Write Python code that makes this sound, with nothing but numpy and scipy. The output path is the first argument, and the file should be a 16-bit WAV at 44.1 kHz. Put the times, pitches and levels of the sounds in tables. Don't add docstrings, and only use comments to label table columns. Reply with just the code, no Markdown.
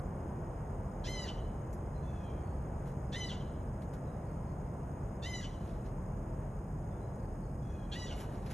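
import sys
import numpy as np
from scipy import signal
from scipy.fft import rfft, irfft, next_fast_len
from scipy.io import wavfile
from scipy.ndimage import map_coordinates

SR = 44100
rng = np.random.default_rng(int(sys.argv[2]) if len(sys.argv) > 2 else 0)


def bounce(signal):
    frames = np.transpose(np.atleast_2d(signal))
    limited = np.clip(frames, -1, 1)
    pcm = np.round(limited * 32767).astype(np.int16)
    wavfile.write(sys.argv[1], SR, pcm)


N = 376525

# frequency in Hz, relative density in dB per Hz.
RUMBLE_SPECTRUM = [(16, -42), (27, -21), (35, -5), (40, 7.5), (45, -1.5), (70, 1.2), (85, -0.25),
                   (110, -1.5), (143, .5), (172, -6.5), (194, -4), (215, -8), (310, -15.5), (600, -40.5),
                   (1500, -120)]
# frequency in Hz, relative density in dB per Hz.
WASH_SPECTRUM = [(150, -40), (330, -0.5), (480, -1.07), (650, -1.93), (1000, -7), (1400, -15.5),
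                 (2000, -25), (3000, -35.5), (4000, -47), (5500, -45.5), (12000, -73.5)]
# time in seconds, relative level in dB.
WASH_COURSE = [(0.0, -49), (7.37, -51.5), (7.39, -52.5), (8.51, -50.5), (8.54, -53)]
# frequency in Hz, correlation.
LEFT_RIGHT_LIKENESS = [(120, .996), (300, .983), (480, .91), (700, .63), (1200, .26), (1600, .8),
                       (2000, .93), (5000, .91), (8000, .95)]
# centre in Hz, width in Hz, relative level in dB.
HISS_BANDS = [(5147, 140, -3), (6637, 290, 0.5), (8340, 550, 1), (11100, 1930, -13.5)]
# frequency in
# Hz, lead in radians.
LEFT_LEAD = [(450, 0), (750, .5), (1200, -1.1), (1700, 0), (2700, .7), (4100, .75), (4700, 2.2),
             (5050, 4.4), (5500, 6.2), (6200, 6.4), (8900, 9.3), (9600, 9.55), (11900, 12.4), (14000, 12.6)]
TOP_HZ = 14350

# delay in seconds, level in dB re the direct sound.
FIRST_ECHOES = [(.0043, -8.5), (.011, -8.5), (0.022, -13), (.041, -18), (0.065, -24)]
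# frequency in Hz, echo level in dB re the direct sound.
FAR_WALL_ECHO = [(1900, -22), (2950, -14.5), (4000, -20), (6000, -13), (9000, -25)]
# frequency in Hz, time to fall 60 dB in seconds.
GARDEN_DECAY = [(1000, 0.31), (3000, 0.792), (6000, 0.57), (12000, 0.13)]

# middle in seconds, pitch there in Hz, relative level in dB,
# half length in seconds.
CHIP_NOTES = [(1.969, 4100, -77, 0.044), (2.48, 4440, -83, 0.14), (4.084, 3890, -82, 0.043),
              (4.29, 4430, -84, 0.066), (4.491, 4360, -83, 0.056), (6.931, 3530, -84, 0.062),
              (7.04, 4002, -82, .06), (7.22, 4560, -82, .07), (7.44, 4440, -81, .045)]

# peak time in seconds, relative level of the leaves in dB,
# rise constant in seconds, time to fall 60 dB in seconds, level of the stalks in dB re the leaves.
RABBIT_MOVES = [(1.73, -58.5, 0.00089, 0.12, -17.5), (2.875, -69, 0.016, 0.28, 2),
                (3.822, -66.5, .004, 0.11, 4.5), (3.937, -61.5, 0.00204, 0.115, 1.5),
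                (5.69, -72.5, 0.09, 0.55, 6.5), (5.865, -76.5, 0.0135, 0.18, 10),
                (7.159, -65, .001, 0.041, -16.5), (8.213, -57, 0.043, 0.2, 1),
                (8.35, -70.5, 0.045, 0.35, 6), (8.43, -73.5, 0.018, 0.32, 1.5),
                (8.465, -67, .005, 0.12, 9.5), (8.51, -56.5, 0.0081, 0.153, 3.5)]
# frequency in Hz, relative density in dB per Hz.
LEAF_SPECTRUM = [(2500, -31), (5000, -3), (7000, 4), (8500, 3.5), (11500, 6), (14000, -37.5)]
# frequency in Hz, relative density in dB per Hz.
STALK_SPECTRUM = [(500, -29), (1500, 8), (3200, 2), (5500, -1.5), (8000, -31)]

# frequency in Hz, gain in dB.
FAR_JAY_THROAT = [(1700, 2), (2550, -6.5), (3350, -2.5), (4150, -17.5), (5100, -18), (5950, -5),
                  (7000, -14), (9000, -35)]
# start in seconds, length in seconds, opening pitch in Hz,
# share of the pitch lost by the end, relative level in dB.
FAR_JAY_CALLS = [(2.019, .31, 870, .125, -69), (7.615, .256, 845, .055, -69)]
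ANSWER_ENDS_DB, ANSWER_SECOND_DB, ANSWER_TREBLE_DB = -0.5, -10, -11
ANSWER_ROUGH, ANSWER_ENDS_ROUGH = 0.15, 0.15

# frequency in Hz, gain in dB.
NEAR_JAY_THROAT = [(1400, 2), (1980, 4), (2450, -11.5), (2950, 0), (3500, -10), (4100, -2), (4700, -5.5),
                   (5200, -6), (6000, -2.5), (7000, -5.5), (8200, -12.5), (9600, -19.5), (11200, -16.5),
                   (13500, -54)]
# start in seconds, time until the voice breaks in seconds, top pitch in Hz,
# share of the pitch it scoops up from below, sag in Hz per second, relative level in dB,
# second harmonic in dB, treble in dB, roughness of the attack 0-1, time until the swell in seconds,
# swell in dB, length of the broken tail in seconds.
NEAR_JAY_CALLS = [(1.037, 0.21, 1038, 0.21, 550, -51.5, 2, -3.5, 0.93, 0.144, 6.5, 0.074),
                  (3.117, 0.16, 1019, 0.16, 530, -52.5, 2.5, -4.5, .8, 0.099, 3.5, 0.086),
                  (5.219, .184, 1027, .14, 562, -53.5, 4.5, -2, 0.38, .121, 9.5, .078),
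                  (7.913, 0.15, 985.6, 0.19, 300, -53, -0.5, -5, .8, 0.091, 3, 0.096)]
JITTER = 0.062
SCOOP_S, CREST_S = 0.04, 0.078
DROP, DROP_S = 0.29, 0.032
ATTACK_S, RELEASE_S = 0.015, 0.03
CLEAR_S, CLEARING_S, BREAK_S = 0.052, 0.021, 0.0083
CLEAR_ROUGH, TAIL_ROUGH, SETTLE_S = 0.074, 0.85, 0.091
BURST_DB, TAIL_DB, TIRE_DB_PER_S = 6, 1.5, 14
ATTACK_SECOND_DB, SECOND_FADE_DB_PER_S = -12, 62
ATTACK_TREBLE_DB, TAIL_TREBLE_DB = -3, -1
SWELL_S = 0.0085


def amp(db):
    return 10 ** (np.asarray(db) / 20)


def unit(x):
    return x / np.sqrt(np.mean(x ** 2) + 1e-20)


def along(points, hz):
    f, v = np.transpose(points)
    return np.interp(np.log(hz + 1), np.log(f + 1), v)


def ramp(t, length):
    return np.clip(t / length, 0, 1)


def wobble(rate, size=N):
    knots = rng.standard_normal(int(size * rate / SR) + 4)
    return map_coordinates(knots, [np.arange(size) * rate / SR])


def filtered(x, response):
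    m = next_fast_len(N + SR // 2)
    return irfft(rfft(x, m) * response(np.fft.rfftfreq(m, 1 / SR)), m)[..., :N]


def noise(spectrum):
    return unit(filtered(rng.standard_normal(N), lambda hz: amp(along(spectrum, hz))))


def diffuse(gain):
    def mid_side(hz):
        turn = np.arccos(np.clip(along(LEFT_RIGHT_LIKENESS, hz), -1, 1)) / 2
        return gain(hz) * np.array([np.cos(turn), np.sin(turn)])

    mid, side = filtered(rng.standard_normal((2, N)), mid_side)
    return unit(np.array([mid + side, mid - side]))


def background(rumble_db=-40.0, wash_db=1.5, swell_db=0.55):
    course_db = np.interp(np.arange(N) / SR, *np.transpose(WASH_COURSE))
    rumble = amp(rumble_db) * diffuse(lambda hz: amp(along(RUMBLE_SPECTRUM, hz)))
    wash = diffuse(lambda hz: amp(along(WASH_SPECTRUM, hz)))
    return rumble + amp(course_db + wash_db + swell_db * wobble(5)) * wash


def hiss(level_db=-70.5, flat_db=-26):
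    def gain(hz):
        bed = amp(flat_db + along([(7000, -1.5), (10000, -21), (14000, -9.0)], hz))
        band_power = sum(amp(db) ** 2 / (1 + (2 * (hz - centre) / width) ** 4)
                         for centre, width, db in HISS_BANDS)
        return np.sqrt(bed ** 2 + band_power)

    return amp(level_db) * diffuse(gain)


def garden(x, width=0.14):
    hz, t, z = signal.stft(rng.standard_normal((2, SR)), SR, nperseg=256)
    decay = amp(-60 * t / along(GARDEN_DECAY, hz)[:, None])
    tail = signal.istft(z * decay, SR, nperseg=256)[1]
    tail = tail / np.linalg.norm(tail[0])
    mid, side = signal.fftconvolve(x[None], tail, axes=1)[:, :N]
    return np.array([mid + width * side, mid - width * side])


def walls(x, far_delay=0.1):
    def echo(hz, delay, db):
        return amp(db) * np.exp(-2j * np.pi * hz * delay)

    def response(hz):
        first = sum(echo(hz, delay, db) for delay, db in FIRST_ECHOES)
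        return 1 + first + echo(hz, far_delay, along(FAR_WALL_ECHO, hz))

    return filtered(x, response)


def small_bird(fall=0.022):
    out, quiver = np.zeros(N), wobble(250)
    for middle, hz, db, half in CHIP_NOTES:
        i = np.arange(int((middle - half) * SR), int((middle + half) * SR))
        pitch = hz * (1 - fall * (i / SR - middle) / half + 0.014 * quiver[i])
        tone = np.sin(2 * np.pi * np.cumsum(pitch) / SR)
        out[i] += amp(db + 6.5) * np.hanning(len(i)) * tone
    return out


def rabbit(grain_db=2.0):
    t, leaves, stalks = np.arange(N) / SR, np.zeros(N), np.zeros(N)
    for peak, db, rise, t60, stalk_db in RABBIT_MOVES:
        decay = amp(db - 60 * np.maximum(t - peak, 0) / t60)
        push = decay * np.exp(np.minimum(t - peak, 0) / rise)
        leaves += push
        stalks += push * amp(stalk_db)
    grains = unit(amp(grain_db * wobble(700)))
    return grains * (leaves * noise(LEAF_SPECTRUM) + stalks * noise(STALK_SPECTRUM))


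def jay(calls, throat, rasp, rasp_hz, air_db, focus_db, uneven_db, count=14):
    out = np.zeros(N)
    shake, drift = wobble(560), wobble(300)
    air = noise([(100, -3), (380, -2.0), (900, -25), (2000, -80)])
    order = np.arange(2, count)[:, None]
    for i, pitch, gain, second_db, treble_db, rough, strain in calls:
        phase = 2 * np.pi * np.cumsum(pitch * (1 + JITTER * rough * shake[i])) / SR
        hz = order * pitch
        treble_share = along([(4400, 0.13), (5400, 0.99)], hz)
        colour_db = along(throat, hz) + second_db * (order == 2) + treble_db * treble_share
        press_db = focus_db * strain * (np.exp(-((order - 4.25) / 0.57) ** 2) - 0.45)
        sway_db = uneven_db * np.array([wobble(44.9, size=SR // 2)[:len(i)] for _ in order])
        level = amp(colour_db + press_db + sway_db)
        voice = np.sqrt(2) * np.sum(level * np.sin(order * phase), axis=0)
        beat = np.sin(2 * np.pi * np.cumsum(rasp_hz * (1 + 0.296 * drift[i])) / SR)
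        breath = (amp(air_db) + 0.36 * rough ** 2) * air[i]
        flutter = 1 + rough * rasp * beat + breath
        out[i] += gain * voice * flutter / np.sqrt(1 + (rough * rasp) ** 2)
    return out


def far_call(start, length, top_hz, fall, db):
    i = np.arange(int(start * SR), int((start + length) * SR))
    t = (i - i[0]) / SR
    ends = (2 * t / length - 1) ** 2
    pitch = top_hz * (1 - fall * (t / length) ** 2)
    gain = amp(db + ANSWER_ENDS_DB * ends) * ramp(np.minimum(t, t[-1] - t), ATTACK_S)
    rough = ANSWER_ROUGH + ANSWER_ENDS_ROUGH * ends
    return i, pitch, gain, ANSWER_SECOND_DB, ANSWER_TREBLE_DB, rough, ends


def near_call(start, break_s, top_hz, scoop, sag, db, second_db, treble_db, attack_rough, swell_s, swell_db, tail_s):
    i = np.arange(int(start * SR), int((start + break_s + tail_s) * SR))
    t = (i - i[0]) / SR
    after_crest, broken = np.maximum(t - CREST_S, 0), np.maximum(t - break_s, 0)
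    rise = 1 - scoop * np.exp(-(t / SCOOP_S) ** 3)
    drop = 1 - DROP * (1 - np.exp(-broken / DROP_S))
    pitch = (top_hz - sag * (after_crest - broken)) * rise * drop

    attack, tail = ramp(CLEAR_S - t, CLEARING_S), ramp(broken, BREAK_S)
    settling = np.exp(-(broken / SETTLE_S) ** 2)
    rough = attack_rough * attack + CLEAR_ROUGH * (1 - attack - tail) + TAIL_ROUGH * tail * settling

    swell = swell_db * np.exp(-((t - swell_s) / SWELL_S) ** 2)
    level_db = db + BURST_DB * attack + TAIL_DB * tail - TIRE_DB_PER_S * after_crest + swell
    gain = amp(level_db) * ramp(t, ATTACK_S) * ramp(t[-1] - t, RELEASE_S)
    second = second_db + ATTACK_SECOND_DB * attack - SECOND_FADE_DB_PER_S * after_crest
    treble = treble_db + ATTACK_TREBLE_DB * attack + TAIL_TREBLE_DB * tail - swell
    return i, pitch, gain, second, treble, rough, attack + tail


def scene():
    answers = jay([far_call(*row) for row in FAR_JAY_CALLS], FAR_JAY_THROAT,
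                  rasp=0.77, rasp_hz=428, air_db=-16, focus_db=-1.0, uneven_db=2.8)
    far = answers + amp(-3.5) * small_bird()
    near = jay([near_call(*row) for row in NEAR_JAY_CALLS], NEAR_JAY_THROAT,
               rasp=0.54, rasp_hz=340, air_db=-42.0, focus_db=11.5, uneven_db=3)
    direct = amp(-1.5) * walls(near) + amp(-2.0) * far + rabbit()
    scattered = garden(amp(-13.5) * near + amp(-3) * far)
    return background() + hiss() + scattered + direct


def record(dry):
    def response(hz):
        half_lead = 0.5 * np.array([[1], [-1]]) * along(LEFT_LEAD, hz)
        return np.exp(1j * half_lead) * (hz < TOP_HZ)

    return filtered(dry, response)


dry = scene()
out = record(dry)
bounce(out)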